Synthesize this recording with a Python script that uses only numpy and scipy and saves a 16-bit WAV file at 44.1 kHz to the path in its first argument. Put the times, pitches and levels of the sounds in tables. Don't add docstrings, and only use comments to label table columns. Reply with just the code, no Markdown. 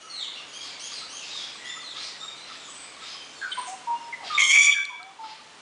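import sys
import numpy as np
from scipy import signal
from scipy.fft import rfft, irfft
from scipy.io import wavfile
from scipy.ndimage import uniform_filter1d

SR = 44100
rng = np.random.default_rng(int(sys.argv[2]) if len(sys.argv) > 2 else 0)


def wav_out(sig):
    wavfile.write(sys.argv[1], SR, np.round(np.clip(np.atleast_2d(sig).T, -1, 1) * 32767).astype(np.int16))


N = 247401
TIME = np.arange(N) / SR

# frequency in Hz, relative level in dB per Hz.
HUSH = [(25, -28.5), (50, -36), (80, -9.5), (115, -18.5), (150, -9), (300, -2), (600, -1), (1250, 0.5),
        (1700, -1.5), (3100, -2.5), (5000, -7.5), (7000, -10), (10000, -17)]
# frequency in Hz, level in dB.
HUM = [(148, -68), (275, -68.5)]

# start in seconds, length in seconds, pitch in Hz,
# opening leap as a share of the pitch, fundamental level in dB, octave level in dB, jitter as a share.
SQUEALS = [(0, 0.13, 2920, 0.026, -54, -57, 0.024), (0, 0.096, 3290, 0.046, -65, -58, 0.019),
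           (0.352, 0.053, 2873, 0.058, -44, -55, 0.044), (0.524, .12, 3290, 0.22, -48.5, -50, 0.012),
           (0.793, 0.088, 3287, 0.27, -47, -43, 0.025), (1.085, 0.12, 3190, 0.31, -50.5, -47, 0.026),
           (1.58, .18, 1993, 0.1, -49, -60, 0.039), (1.641, 0.11, 3570, 0.25, -45, -52.5, 0.0044),
           (2.2, 0.081, 3760, 0.083, -43.5, -54, 0.0022), (2.358, 0.076, 4070, .04, -49.5, -61.5, 0.0074),
           (2.671, 0.2, 4045, 0.1, -83, -51.5, 0.025), (3.079, .1, 5090, 0.02, -52.5, -77, .0066),
           (3.145, 0.061, 3120, 0.019, -49.5, -79, 0.023), (3.24, 0.095, 3070, 0, -60.5, -69, 0.017),
           (3.492, 0.21, 4330, 0.1, -71, -53, 0.011), (3.94, .04, 2836, 0.0056, -54, -68, .004),
           (3.998, 0.062, 5280, 0, -58.5, -80, 0.0042)]
LEAP_S, DROOP = 0.014, 0.03

# start in seconds, length in seconds, peak level in dB.
PIPS = [(0.022, 0.097, -44), (1.009, .05, -43.5), (1.765, 0.029, -38.5), (1.974, 0.014, -40),
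        (2.211, .065, -41.5), (2.49, 0.06, -44), (3.012, 0.057, -42), (4.997, .03, -37.5),
        (5.235, 0.023, -38)]
PIP_HZ = 1305
SERIES_GAP_S, SERIES_PIP_S, SERIES_HZ, SERIES_DB = 0.24, 0.018, 1165, -43.5

CHORUS_END_S, CHORUS_LOW_HZ, CHORUS_HIGH_HZ, CHORUS_CRY_S = 3.65, 2058, 4410, 0.13
CHORUS_DB, CHORUS_OCTAVE_DB, CHORUS_JITTER = -58.5, -60, 0.0412

# start in seconds, length in seconds, start pitch in Hz, end pitch in Hz, level in dB.
CRIES = [(0.096, .165, 4370, 3270, -38.5), (0.189, .07, 3597, 2750, -43), (.608, 0.088, 4970, 3810, -52),
         (0.915, 0.086, 4890, 3750, -44), (1.176, 0.071, 3036, 2460, -47), (1.302, .14, 3883, 3107, -42),
         (1.806, 0.14, 4370, 3160, -46), (3.35, 0.1, 4460, 4120, -52.5), (4.339, .016, 3690, 3550, -33)]
CRY_BEND, CRY_JITTER, CRY_OCTAVE_DB = 1.5, 0.014, -16

# start in seconds, length in seconds, centre in Hz,
# rise as a share of the centre, level in dB.
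RASPS = [(0.576, 0.17, 4100, -0.19, -46.5), (0.829, 0.23, 4123, -0.14, -47.5),
         (1.168, 0.38, 4387, -.07, -46), (1.924, 0.18, 4217, .48, -41.5), (2.456, 0.12, 3700, 0.054, -48.5),
         (2.702, 0.3, 3260, .15, -61), (2.983, 0.17, 3840, 0.35, -46), (3.53, 0.092, 2870, -0.14, -48.5),
         (3.655, 0.059, 7180, -0.03, -46), (4.219, 0.17, 3560, -0.11, -42), (5.199, 0.16, 3685, -0.1, -47)]
RASP_WIDTH_HZ, WHISTLE_PER_RISE = 2510, 1.4
RASP_CHEST_HZ, RASP_CHEST_WIDTH_HZ, RASP_CHEST_DB = 2250, 700, -9

# start in seconds, length in seconds, pitch in Hz,
# fall as a share of the pitch, level in dB.
NOTES = [(3.413, 0.091, 1540, 0.16, -33.5), (3.513, 0.033, 3660, 0.22, -38.5),
         (3.516, 0.021, 3090, 0.033, -31.5), (3.571, 0.038, 1000, 0.087, -30),
         (3.671, 0.085, 749.7, -0.057, -38), (3.868, 0.11, 938.4, 0.0072, -29),
         (4.125, 0.029, 2100, 0.11, -32.5), (4.197, 0.1, 780, 0.38, -45.5), (4.297, 0.13, 1197, 0.059, -32),
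         (4.741, 0.093, 1619, 0.092, -30), (4.89, 0.089, 976, 0.095, -38), (4.988, 0.15, 759, -.13, -46),
         (5.186, 0.141, 877.6, 0.04, -35.5)]
NOTE_JITTER, JITTER_PER_FALL, FALL_BEND = 0.0089, 0.18, 2.2

# time in seconds, effort in dB, level of the third harmonic in dB,
# level of the treble in dB. The last two set the balance inside the voice.
SCREECH = [(4.377, -14, -18, -15), (4.406, -15, -7, -7), (4.449, -24.5, 12, 5.5), (4.487, -29, 2, 6.5),
           (4.517, -6.5, -0.5, 0), (4.56, 0.5, -11, -9.5), (4.644, -11.5, 9.5, 6), (4.688, -3, -17, -17),
           (4.726, -12.5, 20, -13), (4.745, -22, -2, -20)]
# frequency in Hz, gain in dB.
THROAT = [(300, -18), (800, -12), (1120, -20), (1600, -11.5), (2250, 7.5), (2750, -1), (3300, -3.5),
          (4000, -19.5), (4600, -13), (5100, -16), (5700, -6), (6750, -2), (7400, -7.5), (8100, -18),
          (10000, -19.5)]
SCREECH_LOW_HZ, SCREECH_HIGH_HZ, STEP_AT_S, STEP_S = 1069, 1151, 4.548, 0.031
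OVERSHOOT, SETTLE_S = 0.0557, 0.01275
ROUGH_STEADY, ROUGH_BREAK, ROUGH_ONSET_S, ROUGH_STEP_S = 0.57, 0.66, 0.05, 0.038

# start in seconds, gain in dB.
TICKS = [(4.42, -16.5), (4.853, -16.5), (5.03, -26.5)]
# frequency in Hz, level in dB, time to die by 60 dB in seconds.
BEAK = [(4160, 7, 0.0053), (5700, -22, 0.0065), (8000, 2.5, 0.0027)]

# delay in seconds, level in dB.
WALLS = [(.0046, -35), (0.0123, -4), (.029, -13.5)]
# frequency in Hz, time to die by 60 dB in seconds.
YARD = [(300, 0.17), (1000, 0.78), (2300, 0.63), (4000, 0.68), (7000, 0.47), (10000, 0.58)]


def gain_of(db):
    return 10 ** (np.asarray(db) / 20)


def evened(x):
    return x / np.sqrt(np.mean(x ** 2) + 1e-20)


def read(points, hz):
    f, value = np.transpose(points)
    return np.interp(np.log(hz + 1), np.log(f + 1), value)


def colour(x, points):
    hz = np.fft.rfftfreq(len(x), 1 / SR)
    return irfft(rfft(x) * gain_of(read(points, hz)), len(x))


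def add(mix, s, sound):
    part = mix[max(round(s * SR), 0):][:len(sound)]
    part += sound[:len(part)]


def wander(size, hz):
    f = np.fft.rfftfreq(32768, 1 / SR)
    noise = rng.standard_normal(2 * len(f) - 2)
    return evened(irfft(rfft(noise) / np.sqrt(1 + (f / hz) ** 4)))[:size]


def swell(u, rise, fall):
    return np.sin(np.pi / 2 * np.clip(np.minimum(u / rise, (1 - u) / fall), 0, 1))


def phase_of(hz):
    return 2 * np.pi * np.cumsum(hz) / SR


def hush(level_db=-47, hum_db=-2):
    hum = np.zeros(N)
    for hz, db in HUM:
        hum += gain_of(db) * np.sqrt(2) * np.sin(phase_of(hz + 400 * rng.standard_normal(N)))
    air = evened(colour(rng.standard_normal(N), HUSH))
    return gain_of(level_db) * air + gain_of(hum_db) * hum


def thin_voice(hz, low_db, octave_db, jitter, breakup=0.53):
    u = np.linspace(0, 1, len(hz))
    growing_jitter = jitter * (1 + breakup * u ** 3)
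    phase = phase_of(hz * (1 + growing_jitter * wander(len(u), hz=425)))
    upper = np.sin(2 * phase) + (1 - u) * gain_of(-6.5) * np.sin(3 * phase)
    between = (1 - u) * gain_of(min(low_db, octave_db) + 0.5) * np.sin(3 * phase / 2)
    tone = gain_of(low_db) * np.sin(phase) + gain_of(octave_db) * upper + between
    shape = gain_of(3.5 * wander(len(u), hz=90)) * swell(u, rise=0.15, fall=0.2)
    return np.sqrt(2) * tone * shape


def squeals():
    out = np.zeros(N)
    for s, length, pitch, leap, low_db, octave_db, jitter in SQUEALS:
        t = TIME[:int(length * SR)]
        hz = pitch * (1 - leap * np.exp(-t / LEAP_S) - DROOP * (t / length) ** 6)
        add(out, s, thin_voice(hz, low_db, octave_db, jitter))
    return out


def pips(jitter=0.032):
    out = np.zeros(N)
    times = np.cumsum(SERIES_GAP_S * rng.uniform(0.5, 1.5, size=24))
    series = [(s, SERIES_PIP_S, SERIES_DB) for s in times]
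    for pitch, rows in ((PIP_HZ, PIPS), (SERIES_HZ, series)):
        for s, length, db in rows:
            u = np.linspace(0, 1, int(length * SR))
            tone = np.sin(phase_of(pitch * (1 + jitter * wander(len(u), hz=200))))
            add(out, s, gain_of(db) * tone * swell(u, rise=0.25, fall=0.5))
    return out


def chorus(count=40, fall=0.12):
    out = np.zeros(N)
    u = np.linspace(0, 1, int(CHORUS_CRY_S * SR))
    for k, (late, high) in enumerate(rng.random((count, 2))):
        s = (k + late) / count * CHORUS_END_S
        pitch = CHORUS_LOW_HZ * (CHORUS_HIGH_HZ / CHORUS_LOW_HZ) ** high
        cry = thin_voice(pitch * (1 - fall * u), CHORUS_DB, CHORUS_OCTAVE_DB, CHORUS_JITTER)
        add(out, s, cry)
    return out


def cries():
    out = np.zeros(N)
    for s, length, start, end, db in CRIES:
        u = np.linspace(0, 1, int(length * SR))
        hz = start + (end - start) * u ** CRY_BEND
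        add(out, s, thin_voice(hz, db, db + CRY_OCTAVE_DB, CRY_JITTER))
    return out


def rasps(whistle_jitter=0.036):
    out = np.zeros(N)
    for s, length, centre, rise, db in RASPS:
        u = np.linspace(0, 1, int(length * SR))
        hz = centre * (1 + rise * (u - 0.5))
        phase = phase_of(hz)
        air = wander(len(u), RASP_WIDTH_HZ / 2) * np.cos(phase)
        air = air + wander(len(u), RASP_WIDTH_HZ / 2) * np.sin(phase)
        whistle_hz = hz * (1 + whistle_jitter * wander(len(u), hz=398))
        whistle = WHISTLE_PER_RISE * max(rise, 0) * evened(np.sin(phase_of(whistle_hz)))
        chest_tone = np.sin(2 * np.pi * RASP_CHEST_HZ * TIME[:len(u)])
        chest = gain_of(RASP_CHEST_DB) * wander(len(u), RASP_CHEST_WIDTH_HZ / 2) * chest_tone
        shape = gain_of(3.5 * wander(len(u), hz=140)) * swell(u, rise=0.4, fall=0.35)
        add(out, s, gain_of(db) * evened((air + chest + whistle) * shape))
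    return out


def notes(onset_cycles=16, husk_db=70):
    out = np.zeros(N)
    for s, length, pitch, fall, db in NOTES:
        u = np.linspace(0, 1, int(length * SR))
        hz = pitch * (1 + fall * ((1 - u) ** FALL_BEND - 1 / (FALL_BEND + 1)))
        jitter = NOTE_JITTER + JITTER_PER_FALL * max(fall, 0)
        phase = phase_of(hz * (1 + jitter * wander(len(u), hz=201)))
        tone = np.sin(phase) + gain_of(-43) * np.sin(2 * phase) + gain_of(-43) * np.sin(3 * phase)
        shape = swell(u, rise=onset_cycles / (pitch * length), fall=0.45)
        shape = shape * gain_of(husk_db * jitter * wander(len(u), hz=160))
        add(out, s, gain_of(db) * evened(tone * shape))
    return out


def screech(flutter_hz=120, flutter=0.043, jitter=0.017, breath=0.14, smear=0.41):
    s, *columns = np.transpose(SCREECH)
    t = np.arange(s[0], s[-1], 1 / SR)
    effort_db, third_db, treble_db = (np.interp(t, s, c) for c in columns)

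    step = (1 + np.tanh((t - STEP_AT_S) / STEP_S)) / 2
    hz = SCREECH_LOW_HZ + (SCREECH_HIGH_HZ - SCREECH_LOW_HZ) * step
    hz = hz * (1 + OVERSHOOT * np.exp((s[0] - t) / SETTLE_S))
    onset_crack = np.exp(-((t - s[0]) / ROUGH_ONSET_S) ** 4)
    step_crack = np.exp(-((t - STEP_AT_S) / ROUGH_STEP_S) ** 2)
    rough = ROUGH_STEADY + ROUGH_BREAK * (onset_crack + step_crack)
    shake = np.sin(2 * np.pi * flutter_hz * t + 1.8 * wander(len(t), hz=26))
    unsteady = flutter * shake + jitter * wander(len(t), hz=204)
    phase = phase_of(hz * (1 + rough * unsteady))

    halves = np.sin(phase / 2 + 1.5 * wander(len(t), hz=59.7))
    quarters = np.sin(phase / 4 + 0.73 * wander(len(t), hz=59.7))
    phase = phase + rough * (0.075 * halves + 0.014 * quarters)
    pulses = evened(sum(np.cos(k * phase) for k in np.arange(1, 10)))
    pulses = pulses * (1 + 0.12 * rough * halves)
    air = (1 + np.cos(phase)) * wander(len(t), hz=9100)
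    voice = colour(pulses + breath * rough * air, THROAT)

    low = colour(voice, [(2500, 0), (3200, -14), (5000, -30)])
    third = gain_of(third_db) * colour(voice, [(2400, -35), (3050, 3), (3600, -4.5), (5000, -27)])
    treble = colour(voice, [(2400, -17), (3400, -3.5), (4400, 0)])
    treble = treble * (1 + smear * rough * wander(len(t), hz=450))
    treble = gain_of(treble_db + 2.8 * wander(len(t), hz=50)) * treble
    voice = evened((low + third + treble) * (1 + 0.3 * rough * shake))

    out = np.zeros(N)
    add(out, s[0], gain_of(effort_db) * voice * signal.windows.tukey(len(t), 0.02))
    return out


def ticks(rise_s=0.00059):
    out = np.zeros(N)
    t = TIME[:SR // 20]
    ring = sum(gain_of(db - 60 * t / t60) * np.sin(2 * np.pi * hz * t) for hz, db, t60 in BEAK)
    for s, db in TICKS:
        add(out, s, gain_of(db) * ring * np.minimum(t / rise_s, 1))
    return out


def walls(x):
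    out = x.copy()
    for delay, db in WALLS:
        add(out, delay, gain_of(db) * x)
    return out


def yard(x, build_up_s=0.008):
    hits = rng.choice([-1., 1.], SR) * (rng.random(SR) < 3000 / SR)
    taps = hits * np.minimum(TIME[:SR] / build_up_s, 1)
    hz, t, z = signal.stft(taps, SR, nperseg=256)
    t60 = read(YARD, hz)[:, None]
    tail = signal.istft(z * gain_of(-60 * t / t60), SR, nperseg=256)[1]
    return signal.fftconvolve(x, tail / np.linalg.norm(tail))[:N]


def duck(x, over_db, recovery_db_per_s, start_db=0):
    fall = TIME * recovery_db_per_s
    held_db = np.maximum.accumulate(np.maximum(over_db + fall, start_db))
    cut_db = uniform_filter1d(np.maximum(held_db - fall, 0), size=60)
    return x / gain_of(cut_db)


def scene():
    fluty, harsh = notes(), screech()
    far = squeals() + cries() + rasps() + chorus()
    piping = pips()
    direct = walls(harsh) + fluty + ticks() + gain_of(-0.5) * far + piping
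    near = gain_of(-7) * (harsh + fluty + piping)
    echo = yard(near + gain_of(2.5) * far)
    return (direct + echo + hush())[None]


def record(dry, target_db=-9.0, ceiling_db=-7):
    power_db = 10 * np.log10(abs(uniform_filter1d(dry[0] ** 2, size=700)) + 1e-12)
    x = duck(dry[0], power_db - target_db, recovery_db_per_s=8.5, start_db=3.5)
    peak_db = 20 * np.log10(abs(x) + 1e-9)
    x = duck(x, peak_db - ceiling_db, recovery_db_per_s=381)
    low_pass = signal.firwin(801, 10120, window=("kaiser", 8), fs=SR)
    return signal.oaconvolve(x, low_pass, "same")[None]


dry = scene()
out = record(dry)
wav_out(out)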